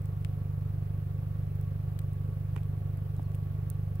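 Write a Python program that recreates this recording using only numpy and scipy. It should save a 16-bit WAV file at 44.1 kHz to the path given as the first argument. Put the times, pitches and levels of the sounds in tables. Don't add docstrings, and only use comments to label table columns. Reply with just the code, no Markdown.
import sys
import numpy as np
from scipy import signal
from scipy.fft import rfft, irfft
from scipy.io import wavfile
from scipy.ndimage import uniform_filter1d

SR = 44100
rng = np.random.default_rng(int(sys.argv[2]) if len(sys.argv) > 2 else 0)


def put_to_file(sound):
    columns = np.atleast_2d(sound).T
    safe = np.clip(columns, -1, 1)
    whole_steps = np.round(safe * 32767)
    wavfile.write(sys.argv[1], SR, whole_steps.astype(np.int16))


N = 176400
FIRINGS_PER_S, CUTOFF_HZ = 24.577, 16600


def firings(first_s=.0117, jitter_s=.00029, uneven_db=.61):
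    cylinders_db = [0.31, -0.36, 0.66, -0.22]
    k = np.arange(-4, int(N / SR * FIRINGS_PER_S) + 4)
    late, strong = rng.standard_normal((len(k), 2)).T
    times = first_s + k / FIRINGS_PER_S + jitter_s * late
    return times, amp(np.take(cylinders_db, k, mode="wrap") + uneven_db * strong)


def exhaust(cycles, strength, level_db=-32.5, body_lag_s=.0042, port_lag_s=.00038):
    # harmonic number, relative level/dB
    harmonics = [(1, -10), (2, -11.5), (3, -6.5), (4, 3.5), (5, -5), (6, -0.5), (7, -13), (8, -24),
                 (9, -22.5), (10, -32), (11, -47), (12, -29.5), (13, -48), (14, -57), (15, -31.5),
                 (16, -33.5), (17, -41.5), (18, -32.5), (19, -56), (20, -43.5), (21, -52), (22, -39.5)]
    # f/Hz, left minus right/dB
    lean = [(25, -4.5), (50, -5), (75, -1), (100, -1.5), (150, -.5), (300, -1)]
    out, side = np.zeros((2, N)), np.array([[.5], [-.5]])
    for k, db in harmonics:
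        hz = k * FIRINGS_PER_S
        body_s = body_lag_s * (hz < 60)
        port_s = side * port_lag_s * min(1, 100 / hz)
        phase = 2 * np.pi * (k * cycles - hz * (body_s + port_s))
        out += amp(db + side * curve(lean, hz)) * np.cos(phase)
    return amp(level_db) * unit(out * strength)


def boom(times, ring_hz=135, delay_s=.001, peak_s=.008, level_db=-53):
    out, t = np.zeros(N), np.arange(2048) / SR
    phase = 2 * np.pi * ring_hz * t
    swell = t ** 2 * np.exp(-2 * t / peak_s)
    for s in times[times > 0]:
        a, b = rng.standard_normal(2)
        add(out, s + delay_s, (a * np.cos(phase) + b * np.sin(phase)) * swell)
    return amp(level_db) * unit(out)


def clatter(times, strengths, repeat=.42, decay_s=.0052, level_db=-62, size=1024):
    # share of the firing period, relative level/dB
    strokes = [(.17, -11), (.7, -11.5), (0.919, -15)]
    # f/Hz, width/Hz, relative level/dB
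    metalwork = [(427.5, 11.4, 0.5), (509, 31, -4.5), (726, 24, -12), (1121, 19.6, -4.5), (1305, 25, -21.5),
                 (1590, 31, -20), (2300, 60, -51)]
    t, hz = np.arange(size) / SR, np.fft.rfftfreq(N, 1 / SR)
    drive = np.zeros((2, N))
    for track in drive:
        for share, db in strokes:
            signature = rng.standard_normal(size)
            for s, strength in zip(times + share / FIRINGS_PER_S, strengths):
                if s > 0:
                    blow = repeat * signature + (1 - repeat) * rng.standard_normal(size)
                    add(track, s, strength * amp(db) * blow * np.exp(-t / decay_s))
    metal = sum(amp(db) * 1j * hz * width / (f ** 2 - hz ** 2 + 1j * hz * width)
                for f, width, db in metalwork)
    return amp(level_db) * unit(irfft(stereo_pair(*rfft(drive), hz) * metal, N))


def ticks(pivot_hz=6500, crumble_db=-1, specks_per_s=40, speck_db=-52.5, size=512):
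    # t/s, port (0 left, 1 right), level/dB, tilt/(dB per octave), low cut/Hz, crumble decay/s
    snaps = [ (.0195, 0, -33, 1, 4000, .0003), (.0574, 0, -27, 0, 5070, 0.00074),
             (.2105, 0, -35, -4, 4000, .0004), (.2260, 0, -33, -2, 5000, .0005),
             (.2486, 0, -17, -4, 1500, 0.000052), (1.555, 0, -32, 2, 4000, .0005),
             (1.613, 0, -31, 6, 1800, 0.00041), (1.9902, 0, -21.5, -1.5, 1410, 0.0007),
             (1.9924, 0, -24, 2, 1200, 0.00091), (2.0179, 0, -33, -3, 1500, .0003),
             (2.1335, 1, -37, 4, 6000, .0005), (2.6329, 0, -33, -3, 1500, 0.0026),
             (2.9742, 1, -35, 4, 4000, .0003), (3.1658, 0, -31, -2, 4000, .0003),
             (3.2192, 0, -35, 1, 5000, .0006), (3.2305, 1, -35, -2, 6000, .0006),
             (3.3188, 0, -30, -6, 1750, .0002), (3.3468, 0, -28.5, -3, 2000, .0006),
             (3.3527, 1, -27, 2, 9000, .0001), (3.7014, 1, -14.5, -1, 6000, .0001),
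             (3.9566, 0, -32, 1, 3000, .0004)]
    # f/Hz, level/dB
    ports = [
        [(500, -5), (1800, -2), (2700, 2), (4000, -4), (5500, -5), (6400, -11), (8300, 0), (10700, -7),
         (13500, 0), (16500, -4)],
        [(500, -5), (4600, -2), (6200, -8), (9200, 3), (12000, -4), (15000, -.5), (16500, -3)],
    ]
    out = np.zeros((2, N))
    for s, port, db, tilt_db, edge_hz, crumble_s in snaps:
        snap = amp(crumble_db) * burst(crumble_s, size)
        snap[0] = 1
        add(out[port], s, amp(db) * np.convolve(snap, impulse(ports[port], tilt_db, pivot_hz, edge_hz)))
    for track, colour in zip(out, ports):
        hits = rng.random(N) < specks_per_s / 2 / SR
        specks = hits * amp(speck_db + 2 * np.minimum(rng.exponential(1, N), 2))
        add(track, 0, signal.oaconvolve(specks, impulse(colour, 0, pivot_hz, edge_hz=9000)))
    return out


def knocks(pivot_hz=1460, scuff_db=2, thud_hz=260, thud_decay_s=.0052, thud_db=-22, size=2048):
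    # t/s, level/dB, tilt/(dB per octave), decay/s, left minus right/dB, high cut/Hz
    blows = [(0.69, -29, 2, 0.0067, 8, 1400), (2.559, -33, 9, 0.0024, -6, 4000),
             (2.5635, -16.5, 1, 0.002, -10.5, 12000), (2.5759, -28, 2, 0.009, -22, 7000),
             (3.1952, -20, -2.5, 0.0017, -17, 656)]
    # f/Hz, level/dB
    colour = [(100, -14), (350, 13.5), (750, 6), (1100, 1.5), (1700, -4), (2400, 3), (3500, -16),
              (6000, -23), (9000, -17.5), (16000, -28)]
    out, t = np.zeros((2, N)), np.arange(size) / SR
    thud = amp(thud_db) * np.sin(2 * np.pi * thud_hz * t) * np.exp(-t / thud_decay_s)
    for s, db, tilt_db, decay_s, lean_db, dull_hz in blows:
        body = impulse(colour, tilt_db, pivot_hz, edge_hz=180)
        body = signal.lfilter(*signal.butter(2, dull_hz, fs=SR), body)
        for track, side in zip(out, (.5, -.5)):
            scuff = amp(scuff_db) * burst(decay_s, size)
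            scuff[0] = .45
            add(track, s, amp(db + side * lean_db) * np.convolve(scuff, body))
            add(track, s, amp(db + tilt_db * np.log2(thud_hz / pivot_hz)) * thud)
    return out


def chirps():
    # t/s, length/s, start f/Hz, end f/Hz, level/dB
    whistles = [(3.158, 0.045, 4200, 3470, -73), (3.235, 0.042, 4850, 3650, -73)]
    out = np.zeros(N)
    for s, length, start_hz, end_hz, db in whistles:
        progress = np.arange(0, length, 1 / SR) / length
        hz = start_hz * (end_hz / start_hz) ** progress
        add(out, s, amp(db) * np.sin(np.pi * progress) * np.sin(2 * np.pi * np.cumsum(hz) / SR))
    return out


def hush(cycles, level_db=-52, pulsing=.1, patchy_db=1, size=1024, hop=256):
    # f/Hz, relative level/dB
    colour = [(20, -2.5), (60, -1), (110, 3.5), (170, 4.5), (260, -3), (450, -5.5), (700, -8), (950, -14),
              (1150, -12.5), (1600, -18), (2600, -23), (4000, -30), (7200, -37), (9000, -33.5),
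              (12000, -26), (15000, -26), (15700, -21), (16050, -54)]
    hz = np.fft.rfftfreq(size, 1 / SR)
    a, b, c, d, patches = rng.standard_normal((5, N // hop + 5, len(hz)))
    patches = uniform_filter1d(patches, size=8, axis=0)
    patches = unit(uniform_filter1d(patches, size=14, axis=1))
    spectra = stereo_pair(a + 1j * b, c + 1j * d, hz) * amp(curve(colour, hz) + patchy_db * patches)
    noise = signal.istft(spectra.swapaxes(1, 2), nperseg=size, noverlap=size - hop)[1][:, :N]
    low = signal.sosfiltfilt(signal.butter(2, 3000, fs=SR, output="sos"), noise)
    return amp(level_db) * unit(noise + pulsing * low * np.cos(2 * np.pi * cycles))


def stereo_pair(left, other, hz):
    # f/Hz, correlation
    likeness = [(30, 1), (130, 0.31), (280, 0.37), (500, 0.57), (1000, -0.038), (2000, -0.039),
                (15000, -0.21)]
    same = curve(likeness, hz)
    return np.array([left, same * left + np.sqrt(1 - same ** 2) * other])


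def impulse(colour, tilt_db, pivot_hz, edge_hz):
    hz = np.fft.rfftfreq(2048, 1 / SR) + 1
    gain = amp(curve(colour, hz) + tilt_db * np.log2(hz / pivot_hz)) / np.sqrt(1 + (edge_hz / hz) ** 6)
    log_gain = np.log(np.maximum(gain, 1e-4))
    mirrored = np.r_[log_gain, log_gain[-2:0:-1]]
    return np.fft.ifft(np.exp(np.conj(signal.hilbert(mirrored)))).real


def burst(decay_s, size):
    t = np.arange(size) / SR
    return unit(rng.standard_normal(size) * np.exp(-t / decay_s)) / np.sqrt(size)


def amp(db):
    return 10 ** (np.asarray(db) / 20)


def unit(x):
    return x / np.sqrt(np.mean(x ** 2) + 1e-20)


def curve(points, hz):
    f, value = np.transpose(points)
    return np.interp(np.log(hz + 1), np.log(f + 1), value)


def add(track, s, sound):
    part = track[max(round(s * SR), 0):][:len(sound)]
    part += sound[:len(part)]


def scene():
    times, strengths = firings()
    t = np.arange(N) / SR
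    cycles = np.interp(t, times, np.arange(len(times)))
    engine = exhaust(cycles, np.interp(t, times, strengths)) + boom(times) + clatter(times, strengths)
    return engine + hush(cycles) + ticks() + knocks() + chirps()


def record(dry):
    lowpass = signal.firwin(511, CUTOFF_HZ, window=("kaiser", 9), fs=SR)
    return signal.oaconvolve(dry, lowpass[None], "same")


dry = scene()
out = record(dry)
put_to_file(out)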